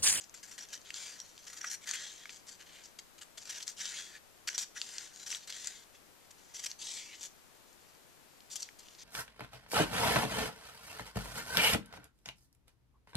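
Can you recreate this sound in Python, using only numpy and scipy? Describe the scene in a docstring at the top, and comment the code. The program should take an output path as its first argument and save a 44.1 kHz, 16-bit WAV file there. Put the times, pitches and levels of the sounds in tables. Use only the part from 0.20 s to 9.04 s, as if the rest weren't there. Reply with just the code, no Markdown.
"""A stiff painted sheet rustles and steel blades scrape its edge: scissors trim off a strip at a table.
Pushed along the cut, the open blades rub, catch and squeak by stick-slip friction. Six times they close
with a soft crunch of breaking fibres, which fades and turns hollow toward the tips as the resonances of
sheet and blades take over. The held sheet buckles with snaps and crackles. Two microphones pick up
the sound with the short reverberation of a quiet room, over a faint hiss."""
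import sys
import numpy as np
from scipy import signal
from scipy.fft import rfft, irfft
from scipy.io import wavfile
from scipy.ndimage import uniform_filter1d, map_coordinates

SR = 44100
rng = np.random.default_rng(int(sys.argv[2]) if len(sys.argv) > 2 else 0)


def dump_mix(stems):
    """Bounce the given channels to the path in sys.argv[1] as a 16-bit WAV at rate SR."""
    frames = np.atleast_2d(stems).T  # one column per channel
    limited = np.clip(frames, -1, 1)  # hard clip at full scale
    pcm = np.round(limited * 32767).astype(np.int16)
    wavfile.write(sys.argv[1], SR, pcm)


N = 389667
HZ = np.fft.rfftfreq(2048, 1 / SR)

# Spectrum of parting fibres. Each row: frequency in Hz, relative spectral level in dB.
FRACTURE_SPECTRUM = [(100, -16), (400, -11.5), (1000, -9), (1500, -10), (2600, -9), (3250, -5),
                     (4000, -4.5), (4400, -2.5), (5300, -3.5), (6000, 0.5), (7100, 2), (8500, -7.5),
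                     (11000, -20.5), (14500, -27)]
# Spectrum of rubbed paper. Each row: frequency in Hz, relative spectral level in dB.
FRICTION_SPECTRUM = [(100, -46), (500, -13.5), (1000, -7.5), (1600, -4), (2500, -7.5), (3200, -3.5),
                     (3900, -6.5), (4700, -2.5), (5400, -6), (6500, -0.5), (7500, -2.5), (9000, -13),
                     (11000, -19.5), (14500, -23.5)]
# The sheet's lowest mode rises as the uncut part shortens. Each row: time in seconds, frequency in Hz.
SHEET_MODE = [(0, 1640), (1.8, 1760), (3.8, 1710), (4.7, 1730), (5.5, 1810), (6.8, 2220), (8.4, 2190)]
# The open blades advance along the cut.
# Each row: start and length in seconds, level in dB, boosts of sheet resonance and treble fizz in dB.
PUSHES = [(0.227, 0.13, -54, 5, 8), (0.376, .075, -53, 1.5, 1.5), (0.482, 0.1, -55.5, -1.5, 1),
          (1.265, .13, -50.5, 3, 3.5), (1.403, 0.087, -52, 6, 2), (1.513, 0.047, -50, 7, 12.5),
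          (1.655, 0.13, -49.5, 6.5, 3.5), (3.25, .19, -50.5, -1.5, -1.5), (3.465, 0.06, -51, -2, 7),
          (3.586, 0.047, -54, 7, 4), (4.27, 0.11, -50, 0.5, 0), (4.381, 0.052, -46, -6, 4.5),
          (4.549, 0.035, -54.5, 14, 4), (5.057, .12, -46.5, -0.5, 3.5), (6.338, 0.19, -49.5, 1, 4.5),
          (7.004, 0.066, -48.5, -3, 3.5), (8.299, 0.14, -50, -5, 9.5)]


def cut(start, hold_s, run_out_s, db, first_db, tips_db, blade_db):
    """Shear fracture: parting fibres excite sheet and blades, whose resonances gain toward the tips."""
    bite_s, grip_hz = .03, 27.8
    t = np.arange(-bite_s / 2, hold_s + run_out_s, 1 / SR)
    middle = start + t.mean()
    closed = np.clip(t / t[-1], 0, 1)
    breaks = fibre_impulses(len(t), per_s=9000, spread_db=3, clump_db=1.44, clump_hz=216.3)
    colour = spectrum(FRACTURE_SPECTRUM) + sheet_colour(middle, ring_db=.5)
    crunch = bending(breaks, colour, ripple_db=2.44)[:, :len(t)]
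    # The resonances come and go as the sheet bends.
    sheet_db = first_db + (tips_db - first_db) * closed + 2 * wander(len(t), grip_hz)
    blades_db = blade_db + 2 * closed ** 2 + 2 * wander(len(t), grip_hz)
    sheet = resonance(crunch, sheet_mode_hz(middle), width_hz=500, boost_db=sheet_db)
    blades = resonance(crunch, 3270, width_hz=580, boost_db=blades_db)
    fizz = resonance(crunch, 9500, width_hz=5500, boost_db=2 - 1.5 * closed)  # brightest at the pivot
    sliding = np.clip(.5 - t / bite_s, 0, 1)  # falls to 0 as the blades bite
    run_out = np.maximum(t - hold_s, 0) / run_out_s
    force_db = db - 10 * sliding - 16.5 * run_out + .3 * wander(len(t), grip_hz)  # an uneven hand
    envelope = gain_of(force_db) * signal.windows.tukey(len(t), .04)
    return start + t[0], (crunch + sheet + blades + fizz) * envelope


def push(start, length, db, body_db, fizz_db):
    """Sliding friction: the open blades rub the cut edge in uneven fits."""
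    envelope = swell(length, rise_s=.005, release_s=.0083)
    slips = envelope * fibre_impulses(len(envelope), per_s=3500, spread_db=3.5, clump_db=3,
                                      clump_hz=131.5)
    colour = friction_colour(start, body_db, squeak_db=4, fizz_db=fizz_db)
    return start, gain_of(db) * bending(slips, colour, ripple_db=3)


def scrape(start, length, db, squeak_db, release_s=.0032):
    """Stick-slip: a blade catches the edge and squeaks, with the body and fizz of the nearest push."""
    body_db, fizz_db = min(PUSHES, key=lambda row: abs(row[0] + row[1] / 2 - start))[-2:]
    t = np.arange(int(.09 * SR)) / SR
    rise_s = .22 * length
    envelope = np.minimum(t / rise_s, 1) * np.exp(-np.maximum(t - length - rise_s / 2, 0) / release_s)
    slips = envelope * fibre_impulses(len(t), per_s=5000, spread_db=3, clump_db=1.5, clump_hz=294)
    slips *= np.linalg.norm(envelope) / np.linalg.norm(slips)
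    colour = friction_colour(start, body_db, squeak_db, fizz_db)
    return start - rise_s / 2, gain_of(db + 0) * radiate(slips, colour, ripple_db=2.5)


def snap(start, db, hz, t60):
    """Buckling: a crack and a damped rattle; large patches of paper sound low, small ones high."""
    t = np.arange(int(.05 * SR)) / SR
    rattle = rng.standard_normal(len(t)) * gain_of(-60 * t / t60)
    crack = gain_of(9) * (t == 0)
    octaves = .67 * min(1, (.012 / t60) ** .42)  # a longer ring is narrower
    colour = .94 * spectrum(FRICTION_SPECTRUM) + sheet_colour(start, ring_db=2, below_db=-2)
    colour += 16 * bell(hz, octaves)
    sound = radiate(rattle + crack, colour, ripple_db=1.9, echo_db=-12)
    return start, gain_of(db) * np.sqrt(.01 * SR) * sound / np.linalg.norm(sound)


def rustle(start, length, db, hz):
    """Crackling noise: the shifting sheet emits sparse clicks, strongest where the bent patch rings."""
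    envelope = swell(length, rise_s=.011, release_s=.02)
    crackle = envelope * fibre_impulses(len(envelope), per_s=2700, spread_db=3, clump_db=2.5,
                                        clump_hz=94.4)
    paper = .5 * (spectrum(FRICTION_SPECTRUM) + spectrum(FRACTURE_SPECTRUM))
    colour = paper + sheet_colour(start, ring_db=4.5) + 6 * bell(hz, octaves=.54)
    return start, gain_of(db) * bending(crackle, colour, ripple_db=3)


def fibre_impulses(count, per_s, spread_db, clump_db, clump_hz):
    """Shot noise: tiny fibre breaks at random instants, their sizes swelling in clumps; rms 1."""
    breaks = rng.random(count) < per_s / SR
    size = np.minimum(rng.exponential(1, count), 4)
    sign = rng.choice([-1, 1], count)
    return unit_rms(breaks * sign * gain_of(spread_db * size + clump_db * wander(count, clump_hz)))


def friction_colour(time, body_db, squeak_db, fizz_db):
    """Friction spectrum of steel on paper in dB: rub, sheet resonance, narrow squeak and treble fizz."""
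    squeak = squeak_db * bell(5720, octaves=.07)
    fizz = fizz_db * bell(10900, octaves=.98)
    return spectrum(FRICTION_SPECTRUM) + sheet_colour(time, body_db) + squeak + fizz


def sheet_mode_hz(time):
    """Natural frequency of the sheet's lowest mode at the given time."""
    return np.interp(time, *np.transpose(SHEET_MODE))


def sheet_colour(time, ring_db, below_db=-8):
    """Plate radiation in dB: the sheet rings at its lowest mode and radiates poorly below it."""
    hz = sheet_mode_hz(time)
    below_mode = .5 - .5 * np.tanh(np.log((HZ + 1) / (.78 * hz)) / .11)
    return below_db * below_mode + ring_db * bell(hz, octaves=.5)


def resonance(x, hz, width_hz, boost_db):
    """Second-order resonance: the band which, added to x, changes its level at hz by boost_db."""
    return (gain_of(boost_db) - 1) * signal.lfilter(*signal.iirpeak(hz, hz / width_hz, fs=SR), x)


def bending(x, colour_db, ripple_db, size=8192):
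    """Time-varying response: peaks and dips move as the sheet bends, in overlapping windows."""
    hop = size // 2
    sound = np.zeros((2, len(x) + size))
    x = np.pad(x, (hop, size))
    for at in range(0, len(x) - size, hop):
        piece = radiate(x[at:at + size] * signal.windows.hann(size), colour_db, ripple_db)
        add(sound, (at - hop) / SR, piece if at else piece[:, hop:])
    return sound


def radiate(x, colour_db, ripple_db, echo_db=-9, echo_t60=.033):
    """Unit-energy response of one bend: its own peaks and dips, and early echoes to each microphone."""
    ripple = rng.standard_normal(len(HZ))
    ripple = unit_rms(uniform_filter1d(uniform_filter1d(ripple, size=12), size=8))
    t = np.arange(len(HZ)) / SR
    highpass = signal.butter(1, 1800, "highpass", fs=SR)  # small surfaces reflect only short waves
    echoes = signal.lfilter(*highpass, rng.standard_normal((2, len(t))))
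    echoes *= gain_of(-60 * t / echo_t60) * (t > .0004)
    paths = (t == 0) + gain_of(echo_db) * unit_rms(echoes) / np.sqrt(len(t))
    sheet = minimum_phase(colour_db + ripple_db * ripple)
    responses = signal.fftconvolve(sheet[None], paths, axes=1)[:, :len(t)]
    return signal.fftconvolve(x[None], unit_rms(responses) / np.sqrt(len(t)), axes=1)


def room_path(x, side, tail_db=-15):
    """Reverberation: direct sound and a faint tail reach one microphone; side > 0 is the left."""
    # Decay of the room. Each row: frequency in Hz, time to fall 60 dB in seconds.
    decay_times = [(300, 0.14), (2000, 0.27), (6000, 0.3), (14000, 0.14)]
    # The left microphone is brighter. Each row: frequency in Hz, leftward bias in dB before weighting.
    left_bias = [(200, -7), (1500, 1), (3200, 1), (6000, 0), (7000, 9.5), (7800, 9), (10000, 15),
                 (14000, 36.5)]
    # The treble arrives out of step. 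Each row: frequency in Hz, left lead in radians before weighting.
    left_lead = [(5900, -0.38), (6900, 0.98), (8400, -1.43), (12000, -0.65)]
    t = np.arange(SR // 2) / SR
    hz, times, bands = signal.stft(rng.standard_normal(len(t)) * (t > .005), SR, nperseg=256)
    bands *= gain_of(-60 * times / spectrum(decay_times, hz)[:, None])
    tail = signal.istft(bands, SR, nperseg=256)[1][:len(t)]
    path = (t == 0) + gain_of(tail_db) * tail / np.linalg.norm(tail)
    lean = gain_of(side * spectrum(left_bias))
    response = 2 * lean / (1 + lean) * np.exp(.5j * side * spectrum(left_lead))
    microphone = np.fft.fftshift(irfft(response))[1:]
    return signal.fftconvolve(signal.fftconvolve(x, path)[:N], microphone, "same")


def hiss():
    """Stationary noise of room air and microphones: opposed in the deep bass, uncorrelated above."""
    # Noise spectrum in each microphone. Each row: frequency in Hz, relative spectral level in dB.
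    left_spectrum = [(20, 3), (60, -2), (130, -1), (350, 0), (700, -1.5), (1500, -5), (3000, -9),
                     (6000, -12.5), (7400, -11), (9000, -14), (14500, -15.5)]
    right_spectrum = [(20, -1), (60, 1.5), (130, -8), (350, -8), (1000, -10), (3000, -12.5), (6000, -12.5),
                      (9000, -13.5), (14500, -13.5)]
    # Noise level in dB: left, then right.
    levels_db = [-58, -62]
    # Likeness of the channels. Each row: frequency in Hz, correlation from -1 to 1.
    likeness = [(25, -.85), (60, -0.65), (130, -0.47), (400, 0.018)]
    hz = np.fft.rfftfreq(N, 1 / SR)
    left, independent = rfft(rng.standard_normal((2, N)))
    correlation = spectrum(likeness, hz)
    right = correlation * left + np.sqrt(1 - correlation ** 2) * independent
    channels = zip((left, right), (left_spectrum, right_spectrum), levels_db)
    return np.array([gain_of(db) * unit_rms(irfft(noise * gain_of(spectrum(colour, hz)), N))
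                     for noise, colour, db in channels])


def minimum_phase(db):
    """Causal impulse response with the given gain: it rings only after the blow."""
    log_gain = np.log(gain_of(np.r_[db, db[-2:0:-1]]))
    return np.fft.ifft(np.exp(np.conj(signal.hilbert(log_gain)))).real[:len(HZ)]


def swell(length, rise_s, release_s):
    """Envelope of a movement: linear rise, hold and exponential decay."""
    t = np.arange(0, length + .15, 1 / SR)
    return np.minimum(t / rise_s, 1) * np.exp(-np.maximum(t - length, 0) / release_s)


def wander(count, rate_hz):
    """Smooth random modulation of rms near 1."""
    position = np.arange(count) / SR * rate_hz
    return map_coordinates(rng.standard_normal(4096), [position], order=2, mode="wrap")


def spectrum(points, hz=HZ):
    """Interpolates a table on a log-frequency axis."""
    frequencies, values = np.transpose(points)
    return np.interp(np.log(hz + 1), np.log(frequencies + 1), values)


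def bell(hz, octaves):
    """Gaussian peak of height 1 over log frequency."""
    return np.exp(-.5 * (np.log2((HZ + 1) / hz) / octaves) ** 2)


def gain_of(db):
    """Decibels to an amplitude ratio."""
    return 10 ** (np.asarray(db) / 20)


def unit_rms(x):
    """Scales to rms 1."""
    return x / np.sqrt(np.mean(x ** 2) + 1e-20)


def add(mix, start, sound):
    """Superposes a two-channel sound from start, in seconds."""
    part = mix[:, max(round(start * SR), 0):][:, :sound.shape[1]]
    part += sound[:, :part.shape[1]]


def scene():
    """Superposition: all paper sounds come from one spot on the table and share its room paths."""
    # The blades close. Each row: start, steady bite and run-out in seconds, level in dB,
    # boosts in dB of the sheet resonance at first and at the tips, and of the blade resonance.
    cuts = [(0.745, 0.13, 0.16, -46, 6.5, 9, 3), (1.69, 0.17, 0.22, -48, 4.5, 14.5, 9),
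            (3.578, 0.2, 0.21, -45.5, 3.5, 16.5, 5.5), (4.559, 0.28, 0.096, -49.5, 0.5, 14.5, 3),
            (5.335, 0.13, 0.18, -47.5, 5, 9.5, 6.5), (6.6, 0.16, 0.195, -44, -10, 19, 3.5)]
    # A blade catches and slips. Each row: start and length in seconds, level and squeak boost in dB.
    scrapes = [(0.141, 0.0083, -46, -3), (0.23, 0.012, -47.5, -1), (0.311, .018, -49.5, 9),
               (0.379, 0.012, -43.5, -1), (0.402, 0.0097, -47, 23), (0.423, 0.014, -47.5, 17),
               (0.528, 0.015, -39.5, 12.5), (0.547, 0.018, -50, 5), (0.986, 0.03, -51.5, 32),
               (1.363, 0.029, -50.5, 5), (1.411, 0.0048, -40.5, 19), (1.427, 0.02, -52, 18),
               (1.462, .024, -41.5, 22), (1.498, 0.0066, -40, 15), (1.507, .042, -40, 9.5),
               (1.268, .019, -51, -4), (1.671, 0.029, -40.5, -5), (1.734, 0.012, -37.5, -7),
               (1.75, 0.0094, -39, 3), (2.787, 0.0091, -44.5, -5), (2.981, 0.0091, -52, -10),
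               (3.012, 0.021, -47.5, -5), (3.174, 0.011, -43.5, 1), (3.294, 0.015, -38.5, 8),
               (3.321, 0.01, -45, 2), (3.343, 0.044, -46, 8), (3.402, 0.0069, -45, 0),
               (3.425, 0.0041, -39.5, 12), (3.467, 0.038, -43.5, 6), (3.6, 0.017, -39.5, 10),
               (4.274, .015, -33.5, 6), (4.297, 0.011, -43, 9), (4.343, .017, -38.5, 21),
               (4.379, 0.023, -35, 9), (4.406, .028, -38.5, 6), (4.563, .018, -43.5, 16),
               (5.064, .016, -41, 11), (5.088, .011, -46, 3), (5.112, 0.012, -36, 18),
               (5.129, .019, -43, 1), (5.149, 0.0084, -41, 7), (5.274, 0.0124, -45, 3),
               (5.295, 0.0097, -42, -7), (6.107, 0.0083, -52.5, 0), (6.339, 0.028, -47.5, 17),
               (6.393, 0.0084, -42, 9), (6.438, 0.011, -36.5, 9), (6.459, 0.0096, -35, 12),
               (7.029, 0.028, -46, 3), (8.311, .028, -45, 9), (8.357, 0.00805, -36, 5),
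               (8.4, 0.0064, -46, 6), (8.421, .008, -38.5, 13), (8.588, 0.0079, -49, 3)]
    # The sheet buckles or slips off a blade. Each row: start in seconds,
    # level in dB (energy spread over 10 ms), centre in Hz, time to fall 60 dB in seconds.
    snaps = [(0.096, -52, 5470, 0.0035), (0.616, -54, 5530, .006), (0.553, -45, 6000, .004),
             (0.7052, -39.5, 3050, .003), (0.7425, -39, 4260, 0.0048), (1.002, -41, 6300, .004),
             (1.1786, -49.5, 4670, .007), (1.2818, -47, 5000, .004), (1.443, -34, 1660, 0.043),
             (1.691, -36, 5600, 0.011), (1.7123, -30, 6800, 0.0027), (2.056, -43.5, 2100, 0.0098),
             (2.094, -43.5, 2700, 0.0093), (3.4285, -41, 5530, 0.0099), (3.479, -34, 6650, 0.0069),
             (3.6554, -36.5, 5140, 0.0081), (3.72, -43.5, 5400, 0.0076), (4.2893, -34.5, 2190, 0.0059),
             (4.38, -30, 6940, 0.0037), (4.6161, -31.5, 3800, .004), (4.783, -35.5, 4540, 0.0086),
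             (4.9396, -58, 6160, .006), (4.9605, -49, 6800, .007), (5.127, -38.5, 2780, .008),
             (5.148, -36.5, 3230, 0.0057), (5.325, -40.5, 3900, 0.0033), (5.445, -41.5, 6300, .007),
             (5.472, -31.5, 7450, 0.014), (6.4626, -39.5, 6000, .008), (6.515, -39.5, 5130, 0.006),
             (7.0311, -41.5, 6400, 0.0012), (7.5296, -61, 7000, .01), (7.7501, -62, 5400, .008),
             (8.205, -56, 4500, 0.01), (8.3576, -38, 6500, .006), (8.4295, -35.5, 5850, 0.0084),
             (8.489, -48.5, 2420, 0.01), (8.685, -52.5, 4160, 0.0089), (8.75, -54.5, 4360, 0.015)]
    # The sheet shifts in the hand and on the table.
    # Each row: start and length in seconds, level in dB, centre in Hz.
    rustles = [(0, 0.028, -50, 6200), (0.145, 0.049, -57, 6500), (0.594, 0.029, -62, 5500),
               (0.643, 0.067, -53, 3430), (1.021, .23, -59, 5400), (1.608, 0.04, -52.5, 2500),
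               (2.045, 0.055, -59, 3000), (2.09, 0.08, -50.5, 6100), (2.262, .07, -50, 6300),
               (2.388, 0.029, -53.5, 2380), (2.455, 0.17, -57, 2870), (2.629, 0.03, -53, 5500),
               (3.178, 0.055, -52.5, 6000), (3.761, 0.035, -48.5, 1700), (4.409, 0.021, -46.5, 4400),
               (4.927, 0.12, -52, 6430), (5.17, 0.067, -55.5, 4500), (5.28, 0.047, -48, 3460),
               (5.732, .016, -58.5, 2780), (6.172, 0.22, -64.5, 6000), (6.761, 0.02, -44.5, 3200),
               (6.942, .06, -55.5, 5300), (7.461, 0.06, -72, 6000), (7.6, 0.097, -68.5, 4500),
               (8.294, 0.16, -55, 4330), (8.592, 0.15, -60, 4500), (8.779, .06, -53, 4540)]
    paper = np.zeros((2, N))
    add(paper, *rustle(0, N / SR, db=-74.5, hz=4500))  # the held sheet is never quite still
    sources = (cut, cuts), (push, PUSHES), (scrape, scrapes), (snap, snaps), (rustle, rustles)
    for source, rows in sources:
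        for row in rows:
            add(paper, *source(*row))
    return np.array([room_path(paper[0], side=.54), room_path(paper[1], side=-1.48)]) + hiss()


def record(dry):
    """Band limiting: a steep low-pass at 14.4 kHz."""
    lowpass = signal.firwin(511, 14400, window=("kaiser", 9), fs=SR)
    return signal.oaconvolve(dry, lowpass[None], "same")


dry = scene()
out = record(dry)
dump_mix(out)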